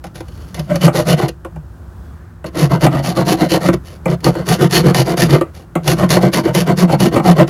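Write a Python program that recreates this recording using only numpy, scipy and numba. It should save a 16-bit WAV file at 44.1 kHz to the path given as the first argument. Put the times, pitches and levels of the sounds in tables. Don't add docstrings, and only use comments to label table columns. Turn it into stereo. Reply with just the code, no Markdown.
import sys
import numpy as np
from scipy import signal
from scipy.fft import rfft, irfft, next_fast_len
from scipy.io import wavfile
from numba import njit

SR = 44100
rng = np.random.default_rng(int(sys.argv[2]) if len(sys.argv) > 2 else 0)


def decibels_to_gain(level_db):
    exponent = np.asarray(level_db, float) / 20
    return 10 ** exponent


def dump_mix(stems):
    frames = np.atleast_2d(stems).T
    limited = np.clip(frames, -1, 1)
    pcm = np.round(limited * 32767).astype(np.int16)
    wavfile.write(sys.argv[1], SR, pcm)


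N = 330309

# f/Hz, relative level/dB
TRAFFIC_COLOUR = [(32, -25), (64, 5), (160, -13), (200, -14), (350, -22), (480, -26), (1550, -30),
                  (2100, -45.5), (12000, -52)]
# f/Hz, level/dB
HUM_TONES = [(159, -46), (349.9, -54)]
# t/s, level/dB
PASSING_LEVEL = [(1.65, -69), (1.932, -69), (2.208, -54), (2.4, -60)]
# centre t/s, level/dB before stereo balance, f/Hz at the centre
BOOM_SWELLS = [(0.6, -12.5, 160), (0.718, -18.5, 175.4), (0.861, -4.5, 165.6), (1.146, -6.5, 157.7),
               (1.576, -21.5, 159), (2.641, -4, 148.4), (2.762, -11.5, 177.3), (4.103, -13.5, 144),
               (4.292, -10, 138), (4.663, -10.5, 141), (5.357, -8, 146), (5.894, -10, 141),
               (6.045, -4, 184), (6.623, -7, 177.4), (6.85, -7.5, 179), (7.034, -4.5, 183),
               (7.075, -8, 180), (7.307, 1.5, 174)]
# start t/s, length t/s, relative rasp level/dB, relative panel level/dB, hardest bite/share of stroke 0-1
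FILE_STROKES = [(0.037, 0.046, -37, -34, 0), (0.143, 0.074, -35.5, -37, 0), (0.22, 0.77, -46.5, -57, 0),
                (0.543, 0.076, -33, -28.5, 0.2), (0.683, 0.079, -33.5, -18.5, 0.9),
                (0.809, 0.07, -13, -11.5, 0.83), (0.934, 0.1, -18, -13, 0.3),
                (1.056, 0.097, -13.5, -10.5, 0.7), (1.165, 0.11, -26, -12.5, 0.1),
                (1.279, 0.021, -21.5, -20.5, 0.3), (2.455, 0.042, -32, -28, 0.05),
                (2.548, 0.13, -19.5, -15.5, 0.7), (2.695, 0.09, -28.5, -11, 0.24),
                (2.806, 0.07, -16, -9.5, 0.53), (2.905, 0.11, -29.5, -14, 1),
                (3.028, 0.11, -19.5, -16, 0.34), (3.151, 0.091, -23, -11.5, 0.18),
                (3.258, 0.1, -14.5, -12.5, 0.85), (3.37, 0.11, -24.5, -13, 0.54),
                (3.493, 0.092, -14, -11.5, 0.74), (3.606, 0.097, -20, -14.5, 0.6),
                (3.728, 0.025, -21.5, -12.5, 0.4), (3.839, 0.16, -39, -41, 0),
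                (4.057, 0.1, -31.5, -18.5, 1), (4.237, 0.075, -19.5, -12, 0.55),
                (4.32, 0.13, -37, -22, 0.2), (4.463, 0.11, -11, -14, 0.4), (4.581, 0.099, -19.5, -9.5, 0.8),
                (4.706, 0.12, -8, -12, 0.3), (4.833, 0.093, -22.5, -9.5, 0.47),
                (4.943, 0.091, -11.5, -13.5, 0.67), (5.051, 0.1, -22, -14, 0.67),
                (5.17, 0.11, -12, -11.5, 0.18), (5.285, 0.11, -20, -8, 0), (5.536, 0.12, -40, -40, 0),
                (5.851, 0.099, -13.5, -14.5, 0.9), (5.966, 0.11, -26, -13, 0.3),
                (6.09, 0.097, -10, -11, 0.17), (6.206, 0.098, -25.5, -11.5, 0.16),
                (6.323, 0.093, -16, -12, 0.38), (6.433, 0.088, -27.5, -13, 0.15),
                (6.537, 0.11, -15.5, -16.5, 0.46), (6.657, 0.087, -28, -10.5, 0.06),
                (6.766, 0.094, -16, -13.5, 0.3), (6.883, 0.081, -26, -9.5, 0.86),
                (6.992, 0.099, -14, -11.5, 0.64), (7.119, 0.093, -28, -8, 0.2),
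                (7.236, 0.1, -16.5, -9.5, 0.84), (7.359, 0.085, -27, -8, 0.6),
                (7.47, 0.043, -27.5, -20.5, 0.37)]
# t/s, relative burst level/dB, treble relative to it level/dB
EDGE_KNOCKS = [(0.041, -27.5, -0.5), (0.068, -39, 7), (0.156, -36, 5), (0.182, -40, -18), (0.205, -28, 1),
               (0.283, -40, 6), (0.544, -27, 8.5), (0.594, -26.5, 9), (0.757, -15.5, 1.5),
               (0.879, -3.5, -38), (1.448, -21.5, -29), (1.56, -29, -18), (2.053, -48, -5),
               (2.443, -19.5, -33), (2.865, -3.5, -34), (3.686, -5, -14), (4.057, -9, -53),
               (4.205, -43, 10), (4.243, -17, 10.5), (4.265, -6.5, -27), (4.353, -16.5, -23),
               (4.946, -18, 13.5), (5.172, -18, 1), (5.411, -9.5, -24), (5.754, -9, -62),
               (5.877, -12.5, 10.5), (6.104, -12.5, 9), (6.168, -7, -9), (6.335, -20, 14.5),
               (6.549, -12, 6.5), (7.003, -16, 9.5), (7.161, -6, -32), (7.395, -5, -37)]
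# f/Hz, relative level/dB
PANEL_MODES = [(140, 7), (175, 8.5), (250, -1), (345, 2), (520, -5), (640, -4.5), (735, -6.5), (975, -14.5),
               (1150, -14), (1400, -21), (1650, -24), (1930, -24.5), (2300, -25.5), (2900, -37)]
# f/Hz, relative level/dB
FILE_MODES = [(1830, -8), (3000, 1), (3530, -9), (4270, 2), (4500, -5)]
# f/Hz, relative level/dB
RASP_COLOUR = [(1500, -3), (7400, -4), (8600, -6.5), (10500, -6), (12500, -4.5), (13300, -10), (15200, -16),
               (16300, -43)]


def rms_one(x):
    return x / np.sqrt(np.mean(x ** 2) + 1e-20)


def coloured(x, spectrum):
    size = next_fast_len(N)
    hz, db = np.transpose(spectrum)
    log_hz = np.log(np.fft.rfftfreq(size, 1 / SR) + 1)
    gain = decibels_to_gain(np.interp(log_hz, np.log(hz), db))
    return rms_one(irfft(rfft(x, size) * gain, size)[..., :N])


def drift(rate_hz):
    r = np.exp(-2 * np.pi * rate_hz / SR)
    slow = signal.lfilter([1], [1, -2 * r, r * r], rng.standard_normal(N + SR))
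    return rms_one(slow[SR:])


@njit
def moving(x, turn, r):
    out = np.zeros_like(x)
    for i in range(2, x.shape[1]):
        pull = 2 * r * np.cos(turn[i])
        for c in range(x.shape[0]):
            push = (1 - r * r) / 2 * (x[c, i] - x[c, i - 2])
            out[c, i] = push + pull * out[c, i - 1] - r * r * out[c, i - 2]
    return out


def resonate(x, modes, width_hz, widen, shift_db, wander):
    out = 0
    for k, (hz, db) in enumerate(modes):
        r = np.exp(-np.pi * (width_hz + widen * hz) / SR)
        drive = decibels_to_gain(db + shift_db * drift(5.5)) * x + 1e-18
        turn = 2 * np.pi * hz / SR * (1 + wander * drift(1.79))
        left, right = moving(drive, turn, r)
        lag = round(rng.uniform(-1, 1) * min(SR / hz / 6, 5))
        out = out + (-1) ** k * np.array([left, np.roll(right, lag)])
    return out


def outdoors():
    traffic = coloured(rng.standard_normal((2, N)), TRAFFIC_COLOUR)
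    mid, side = traffic * decibels_to_gain(1.5 * drift(1))
    side = signal.sosfilt(signal.butter(2, 250, "high", fs=SR, output="sos"), side)
    t = np.arange(N) / SR
    hum = sum(np.sqrt(2) * decibels_to_gain(db) * np.sin(2 * np.pi * hz * t) for hz, db in HUM_TONES)
    return decibels_to_gain(-34) * np.array([mid + 1.27 * side, mid - 0.94 * side]) + hum


def passing():
    s, db = np.transpose(PASSING_LEVEL)
    level = decibels_to_gain(np.interp(np.arange(N) / SR, s, db))
    band = signal.butter(2, (1120, 1850), "band", fs=SR, output="sos")
    roar = signal.sosfilt(band, rng.standard_normal((2, N)))
    return level * rms_one(roar + 0.7 * roar[::-1])


def whistle():
    centre_s, half_s, pitch_hz, width_hz, level_db = 2.06, 0.09, 3350, 90, -67
    r = np.exp(-np.pi * width_hz / SR)
    turn = np.full(N, 2 * np.pi * pitch_hz / SR)
    line = moving(moving(rng.standard_normal((2, N)), turn, r), turn, r)
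    away = (np.arange(N) / SR - centre_s) / half_s
    return decibels_to_gain(level_db) * np.exp(-away ** 2) * rms_one(line)


def compartment(x):
    t = np.arange(SR // 4) / SR
    fading = rng.standard_normal((2, len(t))) * decibels_to_gain(-60 * t / 0.11)
    tail = signal.lfilter([1, -1], [1, -1.65, .67], fading)
    mono = x.mean(axis=0)[None]
    return x + decibels_to_gain(-39) * signal.fftconvolve(mono, tail, axes=1)[:, :N]


def booms():
    rise_s, fall_s, sag_per_s = 0.0072, 0.0082, 1
    out = np.zeros(N)
    phases = rng.random((len(BOOM_SWELLS), 1))
    for (centre, db, hz), phase in zip(BOOM_SWELLS, phases):
        first, last = max(int((centre - .1) * SR), 0), min(int((centre + 0.084) * SR), N)
        at = np.arange(first, last)
        t = at / SR - centre
        away = np.where(t < 0, -t / rise_s, t / fall_s)
        cycles = hz * t * (1 - sag_per_s * t) + phase
        out[at] += np.sqrt(2) * decibels_to_gain(db - 4.65 * away ** 0.72) * np.sin(2 * np.pi * cycles)
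    return out * decibels_to_gain(np.array([[-.6], [.6]]))


def pressure(column, centre, follows, rise_db, fall_db, power):
    t, total = np.arange(N) / SR, np.zeros(N)
    for row in FILE_STROKES:
        start, length, db, bite = row[0], row[1], row[column], row[4]
        peak = np.clip(centre + follows * (bite - .5), .05, .95)
        span = slice(max(int((start - length) * SR), 0), int((start + 2 * length) * SR))
        share = (t[span] - start) / length
        away = np.where(share < peak, (peak - share) / peak, (share - peak) / (1 - peak))
        drop_db = np.where(share < peak, rise_db, fall_db) * away ** power
        total[span] += decibels_to_gain(db - drop_db) ** 2
    return np.sqrt(total)


def teeth(per_s, spread_db, width):
    force = decibels_to_gain(spread_db * np.minimum(rng.exponential(1, (2, N)), 5))
    sizes = force * rng.choice([-1, 1], (2, N))
    clumps = decibels_to_gain(3 * drift(60))
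    caught = rng.random((2, N)) < clumps * per_s / SR
    mid, side = rms_one(sizes * caught)
    return np.array([mid + width * side, mid - width * side]) / np.sqrt(1 + width ** 2)


def knocks(soft_s, bright, click):
    slide_s, slide_db = 0.066, -24.5
    out, t = np.zeros(N), np.arange(4000) / SR
    fade = np.exp(-t / soft_s) + decibels_to_gain(slide_db) * np.exp(-t / slide_s)
    for s, db, bright_db in EDGE_KNOCKS:
        burst = fade * rng.standard_normal(len(t))
        burst[0] = click
        start = int(s * SR)
        out[start:start + len(t)] += decibels_to_gain(db + bright * bright_db) * burst
    return out


def panel():
    force = pressure(column=3, centre=0.55, follows=0.23, rise_db=13.5, fall_db=17, power=3.2)
    force = force * decibels_to_gain(1.5 * drift(40))
    low_cut = signal.butter(1, 270, "high", fs=SR, output="sos")
    stiff = signal.sosfilt(low_cut, knocks(soft_s=0.0088, bright=0, click=6.2))
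    drive = force * teeth(per_s=1800, spread_db=1.5, width=0.056) + decibels_to_gain(4) * stiff
    ring = resonate(drive, PANEL_MODES, width_hz=1.5, widen=0.091, shift_db=2.2, wander=.035)
    clunk = signal.sosfilt(signal.butter(1, 795, fs=SR, output="sos"), stiff)
    return (decibels_to_gain(19.5) * ring + decibels_to_gain(-5.5) * clunk) * decibels_to_gain(np.array([[-.8], [.8]]))


def spread(pair, lag_s, above_hz):
    size = next_fast_len(N)
    late = np.maximum(np.fft.rfftfreq(size, 1 / SR) - above_hz, 0) * lag_s
    left = irfft(rfft(pair[0], size) * np.exp(-2j * np.pi * late), size)[:N]
    return np.array([left, pair[1]])


def rasp():
    force = pressure(column=2, centre=0.46, follows=0.54, rise_db=17, fall_db=23, power=2.73)
    force = force * decibels_to_gain(0.35 * drift(39))
    clicks = teeth(per_s=3000, spread_db=3.8, width=.18)
    drive = force * clicks + knocks(soft_s=0.0052, bright=0.91, click=1.4)
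    hiss = coloured(drive, RASP_COLOUR) * np.std(drive)
    shake = pressure(column=3, centre=0.54, follows=1, rise_db=10, fall_db=18.5, power=4.7)
    struck = hiss + decibels_to_gain(-19.5) * shake * clicks
    ring = resonate(struck, FILE_MODES, width_hz=80, widen=0.012, shift_db=2.5, wander=.02)
    return spread(0.55 * hiss + decibels_to_gain(1.5) * ring, lag_s=.0002, above_hz=5650)


def scene():
    surroundings = outdoors() + passing() + whistle()
    return surroundings + booms() + compartment(panel() + rasp())


def band_limit(x):
    return signal.sosfilt(signal.butter(12, 16400, fs=SR, output="sos"), x)


def record(dry):
    knee = 10
    mix = dry / (1 + np.abs(dry) ** knee) ** (1 / knee)
    return band_limit(mix)


dry = scene()
out = record(dry)
dump_mix(out)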